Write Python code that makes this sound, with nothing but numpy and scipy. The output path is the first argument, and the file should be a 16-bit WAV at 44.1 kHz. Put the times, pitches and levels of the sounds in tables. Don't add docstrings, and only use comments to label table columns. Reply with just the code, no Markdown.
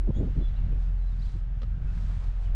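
import sys
import numpy as np
from scipy import signal
from scipy.fft import rfft, irfft
from scipy.io import wavfile
from scipy.ndimage import uniform_filter1d

SR = 44100
rng = np.random.default_rng(int(sys.argv[2]) if len(sys.argv) > 2 else 0)


def dump_mix(stems):
    frames = np.atleast_2d(stems).T
    limited = np.clip(frames, -1, 1)
    pcm = np.round(limited * 32767).astype(np.int16)
    wavfile.write(sys.argv[1], SR, pcm)


N = 112454

# (frequency [Hz], density [dB per Hz])
AIR_SPECTRUM = [(150, -20), (400, 2.5), (750, 2), (1050, -3.5), (1550, -3), (2200, -7.5), (3200, -11.5),
                (5000, -20.5), (7200, -26), (10000, -38), (13000, -53)]
# (time [s], level [dB])
AIR_LEVEL = [(0, -61.5), (.25, -57.5), (.75, -58), (1.0, -60.5), (1.5, -62), (1.8, -61), (2.15, -58),
             (2.55, -58.5)]

ENGINE_HZ, ENGINE_DB = 42.55, -27.5
ENGINE_WANDER, ENGINE_SWAY_DB = 0.0057, 1.54
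# (multiple of the firing rate, mean level against the fundamental [dB])
ENGINE_OVERTONES = [(2, -18), (3, -28)]
# (frequency [Hz], level [dB])
ENGINE_WHINES = [(770, -77), (1276, -75.5), (1595, -77.5)]

# (start [s], length [s], start pitch [Hz], middle pitch [Hz], end pitch [Hz],
# level at mid-note [dB], pitch waver [share])
BIRD_NOTES = [(0.137, 0.058, 3300, 3350, 3460, -60, 0.014), (0.157, 0.035, 3670, 3690, 3730, -65.5, .02),
              (0.133, 0.085, 6520, 6700, 7800, -70, 0.04), (0.346, .14, 4220, 4060, 3970, -73.5, 0.0041),
              (0.466, 0.042, 4020, 3930, 3650, -69.5, 0.0056), (0.406, 0.095, 3460, 3410, 3444, -60, 0.013),
              (0.555, 0.027, 3060, 4000, 4400, -65, 0.018), (0.551, 0.057, 3120, 2780, 2540, -65, 0.037),
              (0.972, 0.03, 4540, 4260, 4130, -75.5, 0.0084), (0.99, 0.088, 4100, 4020, 3970, -76, 0.0026),
              (1.051, 0.057, 3960, 4030, 3920, -70.5, 0.0019),
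              (1.108, 0.039, 3910, 3720, 3480, -70.5, 0.0061), (1.188, .02, 4640, 4660, 4550, -68, 0.044),
              (1.214, 0.026, 3470, 4170, 4470, -61, 0.032), (1.236, .03, 4340, 4450, 4400, -70, 0.048),
              (1.253, .018, 3390, 3280, 3200, -64, 0.025), (1.268, 0.031, 4050, 3970, 3950, -64.5, 0.064),
              (1.318, 0.042, 3990, 4100, 3990, -70, .08), (1.868, 0.034, 2560, 2610, 2630, -64.5, 0.011),
              (2.452, 0.016, 3003, 3010, 2950, -64, 0.018)]
BIRD_ECHO_DB, BIRD_ECHO_T60_S = -6.5, 0.51

# (peak time [s], fall to 1/e [s], level [dB])
RUSTLES = [(.37, 0.24, -72.5), (0.836, 0.056, -66.5), (1.098, 0.11, -72), (1.295, 0.11, -62),
           (1.63, 0.073, -73), (1.993, 0.13, -63), (2.14, 0.091, -66.5), (2.26, 0.081, -65.5),
           (2.442, .055, -64)]
# (frequency [Hz], density [dB per Hz])
RUSTLE_SPECTRUM = [(400, -3), (1000, 5.5), (2200, 0), (4000, -1), (5500, -4.5), (7500, -8.5), (10000, -16),
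                   (13000, -39.5)]
RUSTLE_GRAIN, RUSTLE_FLICKER = 0.13, 0.15
# (peak time [s], fall to 1/e [s], centre [Hz], width [Hz], level [dB])
SWISHES = [(.68, 0.16, 2560, 890, -83), (1.886, 0.21, 1416, 309, -64.5), (1.98, 0.006, 1580, 1300, -56),
           (2.097, 0.0096, 610, 400, -55), (2.11, .03, 1060, 895, -58), (2.237, 0.02, 1060, 380, -56),
           (2.476, .02, 2400, 905, -65)]

# (time [s], level before the top is dulled [dB])
CLICKS = [(1.6187, -50.5), (1.6222, -53.5), (1.6318, -48), (1.6405, -56)]
# (frequency [Hz], 60 dB decay [s], level within the click [dB])
CLICK_MODES = [(250, 0.054, 4), (512, 0.017, 9), (1266, 0.031, 2), (1820, 0.011, -3), (2500, 0.0039, -20),
               (3510, 0.005, -2), (4000, 0.0081, -4.5)]
SNAP_DB, SNAP_PEAK_S = 4.5, .00006
CRACK_DB, CRACK_T60_S, CRACK_HZ, CRACK_WIDTH_HZ = -3.5, 0.024, 3200, 1900
CLICK_TOP_HZ = 6450

# (time [s], level before RUMBLE_DB is added [dB])
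RUMBLE_LEVEL = [(0, -33), (.05, -63.5), (.1, -28.5), (.14, -40), (.27, -32), (.32, -38), (.39, -29.5),
                (.46, -42), (.56, -39.5), (.61, -33.5), (.65, -33.5), (.77, -36), (.84, -43), (1.0, -44.5),
                (1.2, -39), (1.35, -41), (1.48, -42), (1.68, -39), (1.82, -36), (1.98, -39), (2.1, -39),
                (2.3, -47), (2.42, -41.5), (2.53, -40.5)]
# (frequency [Hz], density [dB per Hz])
RUMBLE_SPECTRUM = [(25, 0.5), (60, 7.5), (120, 3.5), (170, -4.5), (240, -18), (350, -31.5), (700, -63),
                   (3000, -83.5)]
# (time [s], level [dB])
HEAVE_LEVEL = [(0, -26.5), (.25, -42.5), (.45, -30), (.62, -29.5), (.78, -32), (.9, -46), (1.2, -44),
               (1.35, -31.5), (1.6, -48.5), (1.82, -35), (2.05, -44), (2.3, -32.5), (2.43, -35),
               (2.55, -26)]
# (frequency [Hz], density [dB per Hz])
HEAVE_SPECTRUM = [(4, 4), (15, -6.5), (30, 6.5), (52, 2), (66, -13), (150, -86)]
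# (peak time [s], rise from 1/e [s], fall to 1/e [s], level [dB])
BUFFETS = [(0.018, 0.0072, 0.049, -45), (0.077, 0.005, 0.0064, -34), (0.102, 0.013, 0.0095, -28),
           (0.214, 0.045, 0.037, -28.5), (.272, 0.019, 0.019, -32.5), (0.362, 0.0053, 0.017, -39),
           (0.404, 0.05, 0.031, -39.5), (.65, 0.029, 0.016, -51), (.725, 0.029, 0.055, -43),
           (1.362, 0.016, 0.01, -44.5), (1.828, 0.08, 0.24, -56)]
# (frequency [Hz], density [dB per Hz])
BUFFET_SPECTRUM = [(50, -5), (120, 4), (220, 2.5), (350, -3), (500, -14), (700, -24), (1100, -40),
                   (2500, -64), (8000, -85)]
# (time [s], eddy rate [Hz], level [dB])
WHIP = [(0.088, 250.3, -45), (0.093, 258, -28.5), (0.101, 231, -32.5), (.105, 483, -34.5),
        (0.1077, 500, -35), (0.11, 480, -52)]
RUMBLE_DB, RUMBLE_EDDY_DB, BUFFET_EDDY_DB, EDDY_HZ = 4, 2, 2.2, 31
FLUTTER_EVEN_S = .012
WHIP_WAVER, WHIP_EDGE_DB = 0.075, -15

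RECORDER_TOP_HZ = 11800


def undb(db):
    return 10 ** (np.asarray(db) / 20)


def unit(x):
    return x / np.sqrt(np.mean(x ** 2))


def clock():
    return np.arange(N) / SR


def noise():
    return rng.standard_normal(N)


def bins():
    return np.arange(N // 2 + 1) * SR / N


def curve(rows):
    return undb(np.interp(clock(), *np.array(rows).T))


def colour(x, points):
    hz, db = np.array(points).T
    f = np.maximum(bins(), 1)
    gain = undb(np.interp(np.log(f), np.log(hz), db))
    return unit(irfft(rfft(x) * gain, N))


def band(centre_hz, width_hz):
    f = np.maximum(bins(), 1)
    detune = (f - centre_hz ** 2 / f) / width_hz
    return unit(irfft(rfft(noise()) / (1 + detune ** 2), N))


def walk(rate_hz):
    f = bins()
    return unit(irfft(rfft(noise()) * (f > 0) * np.exp(-(f / rate_hz) ** 2), N))


def decay(age, t60_s):
    return np.exp(-np.log(1000) * age / t60_s)


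def air():
    return colour(noise(), AIR_SPECTRUM) * curve(AIR_LEVEL)


def engine():
    rate = ENGINE_HZ * (1 + ENGINE_WANDER * walk(1))
    phase = 2 * np.pi * np.cumsum(rate) / SR
    hum = np.sin(phase)
    for multiple, db in ENGINE_OVERTONES:
        strength = undb(db + 2 * walk(0.74))
        hum += strength * np.sin(round(multiple) * phase + 2 * np.pi * rng.random())
    level = undb(ENGINE_DB + ENGINE_SWAY_DB * walk(0.83))
    whine = sum(undb(db) * band(hz, 30) for hz, db in ENGINE_WHINES)
    return np.sqrt(2) * hum * level + whine


def birds():
    t, song = clock(), np.zeros(N)
    for at, length, start, middle, end, db, waver in BIRD_NOTES:
        progress = np.clip((t - at) / length, 0, 1)
        glide = np.interp(progress, [0, .5, 1], [start, middle, end])
        hz = glide * (1 + waver * walk(350))
        swell = np.sin(np.pi * progress)
        song += undb(db) * np.sqrt(2) * swell * np.sin(2 * np.pi * np.cumsum(hz) / SR)
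    trees = noise() * decay(t, BIRD_ECHO_T60_S)
    echo = signal.fftconvolve(song, trees / np.linalg.norm(trees))[:N]
    return song + undb(BIRD_ECHO_DB) * echo


def rustles():
    t = clock()
    roughness = np.exp(RUSTLE_GRAIN * noise() + RUSTLE_FLICKER * walk(140))
    grains = colour(noise() * roughness, RUSTLE_SPECTRUM)
    motion = sum(undb(db) * np.exp(-((t - at) / half) ** 2) for at, half, db in RUSTLES)
    out = grains * motion
    for at, half, hz, width, db in SWISHES:
        out += undb(db) * np.exp(-((t - at) / half) ** 2) * band(hz, width)
    return out


def clicks():
    out = np.zeros(N)
    for at, db in CLICKS:
        age = np.maximum(clock() - at, 0)
        snap = undb(SNAP_DB) * age / SNAP_PEAK_S * np.exp(1 - age / SNAP_PEAK_S)
        ring = sum(undb(g) * np.sin(2 * np.pi * hz * age) * decay(age, t60) for hz, t60, g in CLICK_MODES)
        crack = undb(CRACK_DB) * band(CRACK_HZ, CRACK_WIDTH_HZ) * (age > 0) * decay(age, CRACK_T60_S)
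        out += undb(db) * (snap + ring + crack)
    return signal.sosfilt(signal.butter(2, CLICK_TOP_HZ, fs=SR, output="sos"), out)


def whip():
    at, hz, db = np.array(WHIP).T
    t = clock()
    rate = np.interp(t, at, hz)
    wavering = rate * (1 + WHIP_WAVER * walk(220))
    phase = 2 * np.pi * np.cumsum(wavering) / SR + 2 * np.pi * rng.random()
    edge = undb(WHIP_EDGE_DB) * (rate / hz.max()) ** 2
    strength = np.interp(t, at, undb(db), left=0, right=0)
    strength = uniform_filter1d(strength, size=60)
    return np.sqrt(2) * strength * (np.sin(phase) + edge * np.sin(2 * phase))


def wind():
    t = clock()
    rumble = unit(colour(noise(), RUMBLE_SPECTRUM) * undb(RUMBLE_EDDY_DB * walk(EDDY_HZ)))
    heave = colour(noise(), HEAVE_SPECTRUM)
    eddies = signal.hilbert(colour(noise(), BUFFET_SPECTRUM))
    swell = np.sqrt(uniform_filter1d(np.abs(eddies) ** 2, int(FLUTTER_EVEN_S * SR)))
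    flutter = unit(eddies.real / swell * undb(BUFFET_EDDY_DB * walk(2 * EDDY_HZ)))
    push = np.zeros(N)
    for at, rise, fall, db in BUFFETS:
        push += undb(db) * np.exp(-((t - at) / np.where(t < at, rise, fall)) ** 2)
    steady = rumble * undb(RUMBLE_DB) * curve(RUMBLE_LEVEL) + heave * curve(HEAVE_LEVEL)
    return steady + flutter * push + whip()


def scene():
    return (air() + engine() + birds() + rustles() + clicks() + wind())[None]


def record(dry):
    return signal.sosfilt(signal.ellip(8, .2, 70, RECORDER_TOP_HZ, fs=SR, output="sos"), dry)


dry = scene()
out = record(dry)
dump_mix(out)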